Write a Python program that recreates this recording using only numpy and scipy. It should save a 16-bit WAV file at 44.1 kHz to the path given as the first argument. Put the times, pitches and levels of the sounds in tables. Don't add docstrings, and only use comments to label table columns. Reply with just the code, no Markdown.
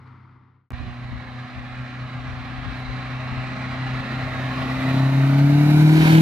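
import sys
import numpy as np
from scipy import signal
from scipy.fft import rfft, irfft
from scipy.io import wavfile
from scipy.ndimage import uniform_filter1d

SR = 44100
rng = np.random.default_rng(int(sys.argv[2]) if len(sys.argv) > 2 else 0)


def store_pcm(level_fs):
    pcm = np.round(np.clip(level_fs, -1, 1) * 32767).astype(np.int16)
    wavfile.write(sys.argv[1], SR, np.atleast_2d(pcm).T)


N = 273861

T = np.arange(N) / SR
BIN_HZ = np.fft.rfftfreq(1024, 1 / SR)[:, None]
FRAME_S = np.arange(N // 256 + 2) * 256 / SR
CUT_S = 0.7055


def amp(db):
    return 10 ** (np.asarray(db) / 20)


def evened(x):
    return x / np.sqrt(np.mean(abs(x) ** 2) + 1e-20)


def curves(rows, t=T):
    s, *columns = np.transpose(rows)
    return [np.interp(t, s, c) for c in columns]


def read(rows, column=1, hz=BIN_HZ):
    rows = np.array(rows)
    return np.interp(np.log(hz + 1), np.log(rows[:, 0]), rows[:, column])


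def wander(rate_hz):
    points, points_per_s = 8192, 1000
    slow = np.fft.rfftfreq(points, 1 / points_per_s)
    spectrum = rfft(rng.standard_normal(points)) * np.exp(-(slow / rate_hz) ** 2)
    return evened(np.interp(T, np.arange(points) / points_per_s, irfft(spectrum)))


def frames(x):
    return signal.stft(x, nperseg=1024, noverlap=768)[2][..., :len(FRAME_S)]


def sound(z):
    return signal.istft(z, nperseg=1024, noverlap=768)[1][..., :N]


def steady_noise(colour):
    gain = amp(read(colour, hz=np.fft.rfftfreq(N, 1 / SR)))
    return evened(irfft(rfft(rng.standard_normal(N)) * gain, N))


# frequency in Hz, level in dB relative to the strongest.
DRONE = [(63, -19), (95.5, -4), (127.3, 0), (254.6, -13.5), (318, -21), (413.5, -27)]
# frequency in Hz, relative level in dB per Hz.
LEAVING_TYRES = [(30, -20), (140, 1), (270, -4), (400, -11.5), (590, -20.5), (670, -19.5), (900, -7),
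                 (1350, -5), (1620, -16), (2100, -13), (2600, -25.5), (4700, -32), (7000, -52),
                 (16000, -60)]


def leaving_car(drone_db=-45.3, tyres_db=-50, left_db=2.5, scatter=.45, waver=0.3, fade_power=0.88,
                dulling_db_per_hz=0.0013, silence_s=0.013, flutter_db=1.0):
    fade = np.maximum(1 - T / (CUT_S - silence_s), 0) ** fade_power
    drone = 0
    for hz, db in DRONE:
        drone = drone + amp(db) * np.sin(2 * np.pi * (hz * T + rng.random()) + waver * wander(11))
    shared, left, right = (steady_noise(LEAVING_TYRES) for _ in range(3))
    tyres = shared + scatter * np.array([left, right])
    tyres = evened(tyres * amp([[left_db], [-left_db]]))
    dulling = amp(-dulling_db_per_hz * BIN_HZ * np.minimum(FRAME_S / CUT_S, 1))
    tyres = sound(frames(tyres) * dulling)
    return fade * (amp(drone_db) * evened(drone) + amp(tyres_db + flutter_db * wander(25)) * tyres)


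# start in seconds, peak level in dB.
TICKS = [(0.7058, -30.5), (0.721, -35)]
FADE_IN_S = 0.013


def stutter(x, muffled_hz=2600, tick_s=0.0005):
    (on_s, _), (off_s, _) = TICKS
    muffled = signal.sosfilt(signal.butter(4, muffled_hz, fs=SR, output="sos"), x)
    back = np.clip((T - off_s) / FADE_IN_S, 0, 1) ** 2
    ticks = sum(amp(db) * (T >= s) * np.exp(-abs(T - s) / tick_s) for s, db in TICKS)
    return np.where(T < off_s, muffled * (T >= on_s), x * back) + ticks


# frequency in Hz, relative level in dB per Hz.
WIND = [(15, -34), (30, -32), (50, 5.5), (70, 0.5), (100, 0.5), (170, -12), (300, -20.5), (600, -83)]


def buffet():
    swirl = signal.hilbert(steady_noise(WIND))
    return evened(swirl.real / np.sqrt(abs(swirl) ** 2 + .1))


# peak time in seconds, half-width to 1/e in seconds,
# peak level in dB, port (0 left, 1 right).
GUSTS = [(0.735, 0.018, -27, 1), (0.815, 0.035, -26, 1), (0.89, 0.025, -32, 1), (1.08, 0.025, -36, 1),
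         (1.145, 0.045, -28, 0), (1.185, 0.025, -36, 1), (1.585, 0.035, -31, 0), (1.73, 0.025, -38, 1),
         (1.83, 0.025, -37, 1), (2.18, 0.025, -32, 0), (2.68, 0.045, -26.5, 0), (2.9, 0.04, -31.5, 0),
         (3.39, 0.025, -30, 0), (4.36, 0.04, -35, 1), (4.62, 0.025, -32, 0), (4.78, 0.025, -33, 0)]
# time in seconds, left level in dB, right level in dB.
BREEZE = [(0.9, -49, -42), (2.05, -50, -45), (2.25, -35.5, -45), (4.6, -41.5, -48), (5.5, -51, -50),
          (6.1, -45, -45)]


def wind(lumpy_db=3.0, lumps_hz=7.0):
    breeze = np.array([amp(db + lumpy_db * wander(lumps_hz)) * steady_noise(WIND) for db in curves(BREEZE)])
    gusts = np.zeros((2, N))
    for peak, width, db, port in GUSTS:
        gusts[int(port)] += amp(db) * np.exp(-((T - peak) / width) ** 2)
    return breeze + gusts * np.array([buffet(), buffet()])


# frequency in Hz, relative level in dB per Hz.
FIZZ = [(3000, -6), (6000, 2), (7500, -4), (9000, -5), (10800, 2), (13000, -1), (15000, -2)]
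RUSTLE_S = 2.79


def high_hiss(hiss_db=-80, rustle_length_s=0.035, rustle_db=-68):
    level = amp(hiss_db) + amp(rustle_db) * np.exp(-((T - RUSTLE_S) / rustle_length_s) ** 2)
    return level * np.array([steady_noise(FIZZ), steady_noise(FIZZ)])


LANE_M, ROAD_M_PER_S, ABREAST_S = 6.13, 17.22, 6.353


def distance(t=T):
    return np.hypot(LANE_M, ROAD_M_PER_S * (ABREAST_S - t))


def abreast(t):
    return LANE_M / distance(t)


# time in seconds, throttle from 0 to 1.
THROTTLE = [(4.62, 0), (4.88, 0.7), (5.4, 1)]


def heard_db(layer):
    abreast_db, doubling_db, throttle_db, lag_s = layer
    doublings = np.log2(distance() / LANE_M)
    return abreast_db - doubling_db * doublings + throttle_db * curves(THROTTLE, T - lag_s)[0]


# frequency in Hz, likeness from 0 to 1, radians by which the left leads
# (before scaling by far_lead), left level over right in dB.
PORTS = [(60, 1, -0.36, 2), (207, 0.95, -0.015, 0.4), (380, 0.86, -0.35, 4), (615, 1, -0.47, 0),
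         (950, 0.68, -0.5, 1.5), (1440, 0.59, -0.81, -2.5), (2170, 0.82, -0.55, -5.5),
         (2960, 0.46, -0.71, 0.5), (3850, 0.55, -1.25, -6.5), (5000, 0.42, -0.82, 1),
         (8200, 0.33, -0.96, 11), (10000, 0.18, -0.92, -0.5)]
PORT_DELAY_S = 0.00031


def at_ports(direct, diffuse, far_lead=0.85):
    same = np.clip(read(PORTS), 0, 1)
    near_lag = 2 * np.pi * BIN_HZ * PORT_DELAY_S * abreast(FRAME_S) ** 2
    lead = read(PORTS, column=2) * far_lead - near_lag
    balance = amp(read(PORTS, column=-1) / 2)
    right = direct if diffuse is None else same * direct + np.sqrt(1 - same ** 2) * diffuse
    return np.array([direct * balance, right * np.exp(-1j * lead) / balance])


def noise(colour_db):
    gain = amp(colour_db)
    gain = gain / np.sqrt((gain ** 2).sum(0))
    return evened(sound(at_ports(*frames(rng.standard_normal((2, N)))) * gain))


def fading(depth_db, rate_hz=9.0, clear_at=0.25):
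    return depth_db * wander(rate_hz) * np.exp(-abreast(T) / clear_at)


# time in seconds, cycles per second before a slight waver.
SPEED = [(0.7, 30.6), (2, 31.35), (4.65, 32.2), (5, 33.2), (5.3, 34.4), (5.6, 36.45), (6.0, 39.35),
         (6.2, 40.1)]


def engine_turns(waver=0.002037, waver_hz=14.1):
    return np.cumsum(curves(SPEED)[0] * (1 + waver * wander(waver_hz))) / SR


# level in dB when abreast, dB lost per doubling of distance,
# dB added by full throttle, lag behind the throttle in seconds.
FIRING_TONE = (-11.5, 7, 13, 0.15)
OCTAVE_TONE = (-20.5, 6, 13.5, 0.11)
# time in seconds, boom change in dB, octave change in dB.
SWELLS = [(4.55, 0, 0), (4.78, -2.5, 4.5), (4.98, 0, -1), (5.12, 1.5, -2), (5.28, 2, -1), (5.5, 0, 2.5),
          (5.72, -1, 0.5), (5.85, 2.5, 0), (5.98, -1.5, 2), (6.06, -3, -6), (6.15, -0.5, 1)]
# time in seconds, added level in dB.
THROB = [(5.6, 0), (5.95, 4)]
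# multiple of the cycle rate, then dB against the throb level when cruising
# and dB against it at full throttle.
ORDERS = [(2, -13, -26), (3, -12, -20), (5, -13, -16), (6, -24, -26), (7, -12.5, -16), (9, -16, -20.5),
          (10, -45, -26.5), (11, -28, -29), (12, -25, -28.5), (13, -25, -37), (17, -22, -32),
          (20, -14, -34), (24, -10, -31), (34, -14, -36), (40, -22.5, -28), (51, -10, -44)]


def exhaust(turns, orders_db=-1, blur_cruising=0.72, blur_loaded=0.5, firing_fade_db=4.3,
            octave_fade_db=1.2, line_fade_db=3.0, dulling_db_per_m=0.002):
    firing_db, octave_db = heard_db(FIRING_TONE), heard_db(OCTAVE_TONE)
    firing_swell, octave_swell = curves(SWELLS)
    boom = amp(firing_db + firing_swell + fading(firing_fade_db))
    octave = amp(octave_db + octave_swell + fading(octave_fade_db))
    throttle, = curves(THROTTLE)
    firing = 2 * np.pi * 4 * turns
    out = -(boom * np.cos(firing) + octave * np.cos(2 * firing))
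    out = out * (1 + .05 * wander(30))
    throb_db = orders_db + (firing_db + octave_db) / 2 + curves(THROB)[0]
    blur = np.clip(blur_cruising + throttle * (blur_loaded - blur_cruising), 0, 1)
    for order, cruise_db, full_db in ORDERS:
        level = amp(throb_db + cruise_db + throttle * (full_db - cruise_db))
        level = level * amp(fading(line_fade_db, rate_hz=5.0) - dulling_db_per_m * order * distance())
        blur_hz = 2 + 0.3 * order
        scrambled = (wander(blur_hz) + 1j * wander(blur_hz)) / np.sqrt(2)
        sway = np.sqrt(1 - blur ** 2) + blur * scrambled
        out = out - level * (sway * np.exp(2j * np.pi * order * (turns - .5))).real
    return sound(at_ports(frames(np.sqrt(2) * out), None))


# multiple of the cycle rate, width to 1/e in multiples, depth in dB.
HOLLOWS = [(13.3, 1.8, 4), (29.7, 1.7, 9), (48.5, 2.2, 6.5), (68, 3, 3)]


def hollows():
    order = BIN_HZ / curves(SPEED, FRAME_S)[0]
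    return -sum(depth * np.exp(-((order - at) / width) ** 2) for at, width, depth in HOLLOWS)


def patches(depth_db=1.94):
    field = rng.standard_normal((len(BIN_HZ), len(FRAME_S)))
    narrow = uniform_filter1d(field, size=3, axis=0)
    return depth_db * evened(uniform_filter1d(narrow, size=40, axis=1))


ECHO_S, ECHO_SHRINK, ECHO_RIPPLE_DB = 0.00133, 0.07, 2.8


def road_echo():
    near = abreast(FRAME_S)
    delay = ECHO_S * (1 - ECHO_SHRINK * (1 - near))
    return ECHO_RIPPLE_DB * near ** 2 * np.cos(2 * np.pi * BIN_HZ * delay)


# time in seconds, level in dB.
ROAR = [(0.75, -43), (2.0, -40), (2.7, -37.5), (3.6, -34.5), (4.8, -31.5), (5.5, -25.5), (6.1, -18.5)]
# frequency in Hz, relative level in dB per Hz.
RUSH_FAR = [(400, -17), (750, -3), (1100, 1), (1400, -1), (2000, -1.5), (2600, -7.5), (3300, -15),
            (4000, -11.5), (4700, -22), (6500, -33.5), (8500, -43.5), (10000, -42), (12000, -57)]
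RUSH_NEAR = [(400, -18), (750, -8), (1000, -3), (1500, -4), (1900, -9), (2300, -2.5), (2850, -6),
             (3300, -15), (3800, -2), (4700, 1.5), (6500, -7), (9000, -30)]


def tyre_roar(near_colour=0.48):
    close = near_colour * abreast(FRAME_S)
    colour = (1 - close) * read(RUSH_FAR) + close * read(RUSH_NEAR)
    return noise(colour + hollows() + patches() + road_echo()) * amp(curves(ROAR)[0])


# level in dB when abreast, dB lost per doubling of distance, dB added by full throttle,
# lag behind the throttle in seconds.
EXHAUST_RASP = (-13.3, 9.3, 0.45, 0.3)
# frequency in Hz, relative level in dB per Hz.
RASP = [(60, -0.5), (140, 11), (260, 8), (350, 2), (490, 1.5), (640, 3), (780, 2.5), (1000, 2.5),
        (1600, -39)]


def exhaust_rasp(turns, pulsing=0.55):
    puffs = np.cos(np.pi * turns) ** 4
    return noise(read(RASP) + hollows()) * evened(np.exp(pulsing * puffs)) * amp(heard_db(EXHAUST_RASP))


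# level in dB when abreast, dB lost per doubling of distance (before the air's own loss),
# dB added by full throttle, lag behind the throttle in seconds.
TREAD_FIZZ = (-24.3, 5.5, 0.1, 2.5)
AIR_DB_PER_M = 0.87


def tread_fizz():
    soaked_db = AIR_DB_PER_M * (distance() - LANE_M)
    return noise(read(FIZZ)) * amp(heard_db(TREAD_FIZZ) - soaked_db)


# time in seconds, level in dB before the grit.
WHOOSH_LEVEL = [(4.8, -58), (5.6, -43), (5.9, -28), (5.99, -20), (6.09, -18.5), (6.2, -18)]
# frequency in Hz, relative level in dB per Hz.
WHOOSH = [(300, -14), (900, -4), (1500, 1), (2300, 2.5), (3200, -1.5), (4000, -8.5), (5000, -21),
          (9000, -38)]


def side_whoosh(grit_db=2.0, grit_hz=160):
    return noise(read(WHOOSH) + road_echo()) * amp(curves(WHOOSH_LEVEL)[0] + grit_db * wander(grit_hz))


def rush(turns, flicker_db=0.68):
    layers = tyre_roar() + exhaust_rasp(turns) + tread_fizz() + side_whoosh()
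    return layers * amp(flicker_db * wander(44))


# time in seconds, level in dB.
GROWL_LEVEL = [(4.0, -60), (4.2, -43), (4.72, -44), (4.9, -36), (5.3, -31), (5.5, -30.5), (5.9, -31)]
# frequency in Hz, relative level in dB per Hz.
GROWL = [(400, -35), (520, -10), (600, 0), (720, 0), (860, -4), (1050, -14), (1300, -6), (1700, -16),
         (2500, -45)]
# time in seconds, pitch in Hz before jitter.
PIPE = [(5.3, 650), (5.8, 730)]
BARK_CYCLES, BARK_UNEVEN_DB, RING_SHARE = 0.19, 1.0, 0.65


def growl(turns, jitter=0.7):
    phase = turns % 1 - .5
    puffs = np.exp(-(phase / BARK_CYCLES) ** 2) * amp(BARK_UNEVEN_DB * wander(20))
    since_bark_s = phase / curves(SPEED)[0]
    ring = np.cos(2 * np.pi * curves(PIPE)[0] * since_bark_s + jitter * wander(35))
    rung = evened(sound(at_ports(frames(ring * puffs), None)))
    gas = noise(read(GROWL)) * evened(np.sqrt(puffs))
    return (np.sqrt(RING_SHARE) * rung + np.sqrt(1 - RING_SHARE) * gas) * amp(curves(GROWL_LEVEL)[0])


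def scene():
    turns = engine_turns()
    coupe = wind() + high_hiss() + exhaust(turns) + rush(turns) + growl(turns)
    return np.where(T < CUT_S, leaving_car(), stutter(coupe))


def gain_control(x, threshold_db=-20, ratio=2.28, response_s=0.045):
    keep = np.exp(-1 / (response_s * SR))
    power = signal.lfilter([1 - keep], [1, -keep], (x ** 2).mean(0))
    over_db = np.maximum(10 * np.log10(power + 1e-12) - threshold_db, 0)
    return x * amp(-over_db * (1 - 1 / ratio))


EDGE_HZ = 15200


def record(dry, low_cut_hz=30):
    low_cut = signal.butter(3, low_cut_hz, "highpass", fs=SR, output="sos")
    thinned = signal.sosfilt(low_cut, dry)
    band_limit = signal.firwin(511, EDGE_HZ, window=("kaiser", 9), fs=SR)
    return signal.oaconvolve(gain_control(thinned), band_limit[None], "same")


dry = scene()
out = record(dry)
store_pcm(out)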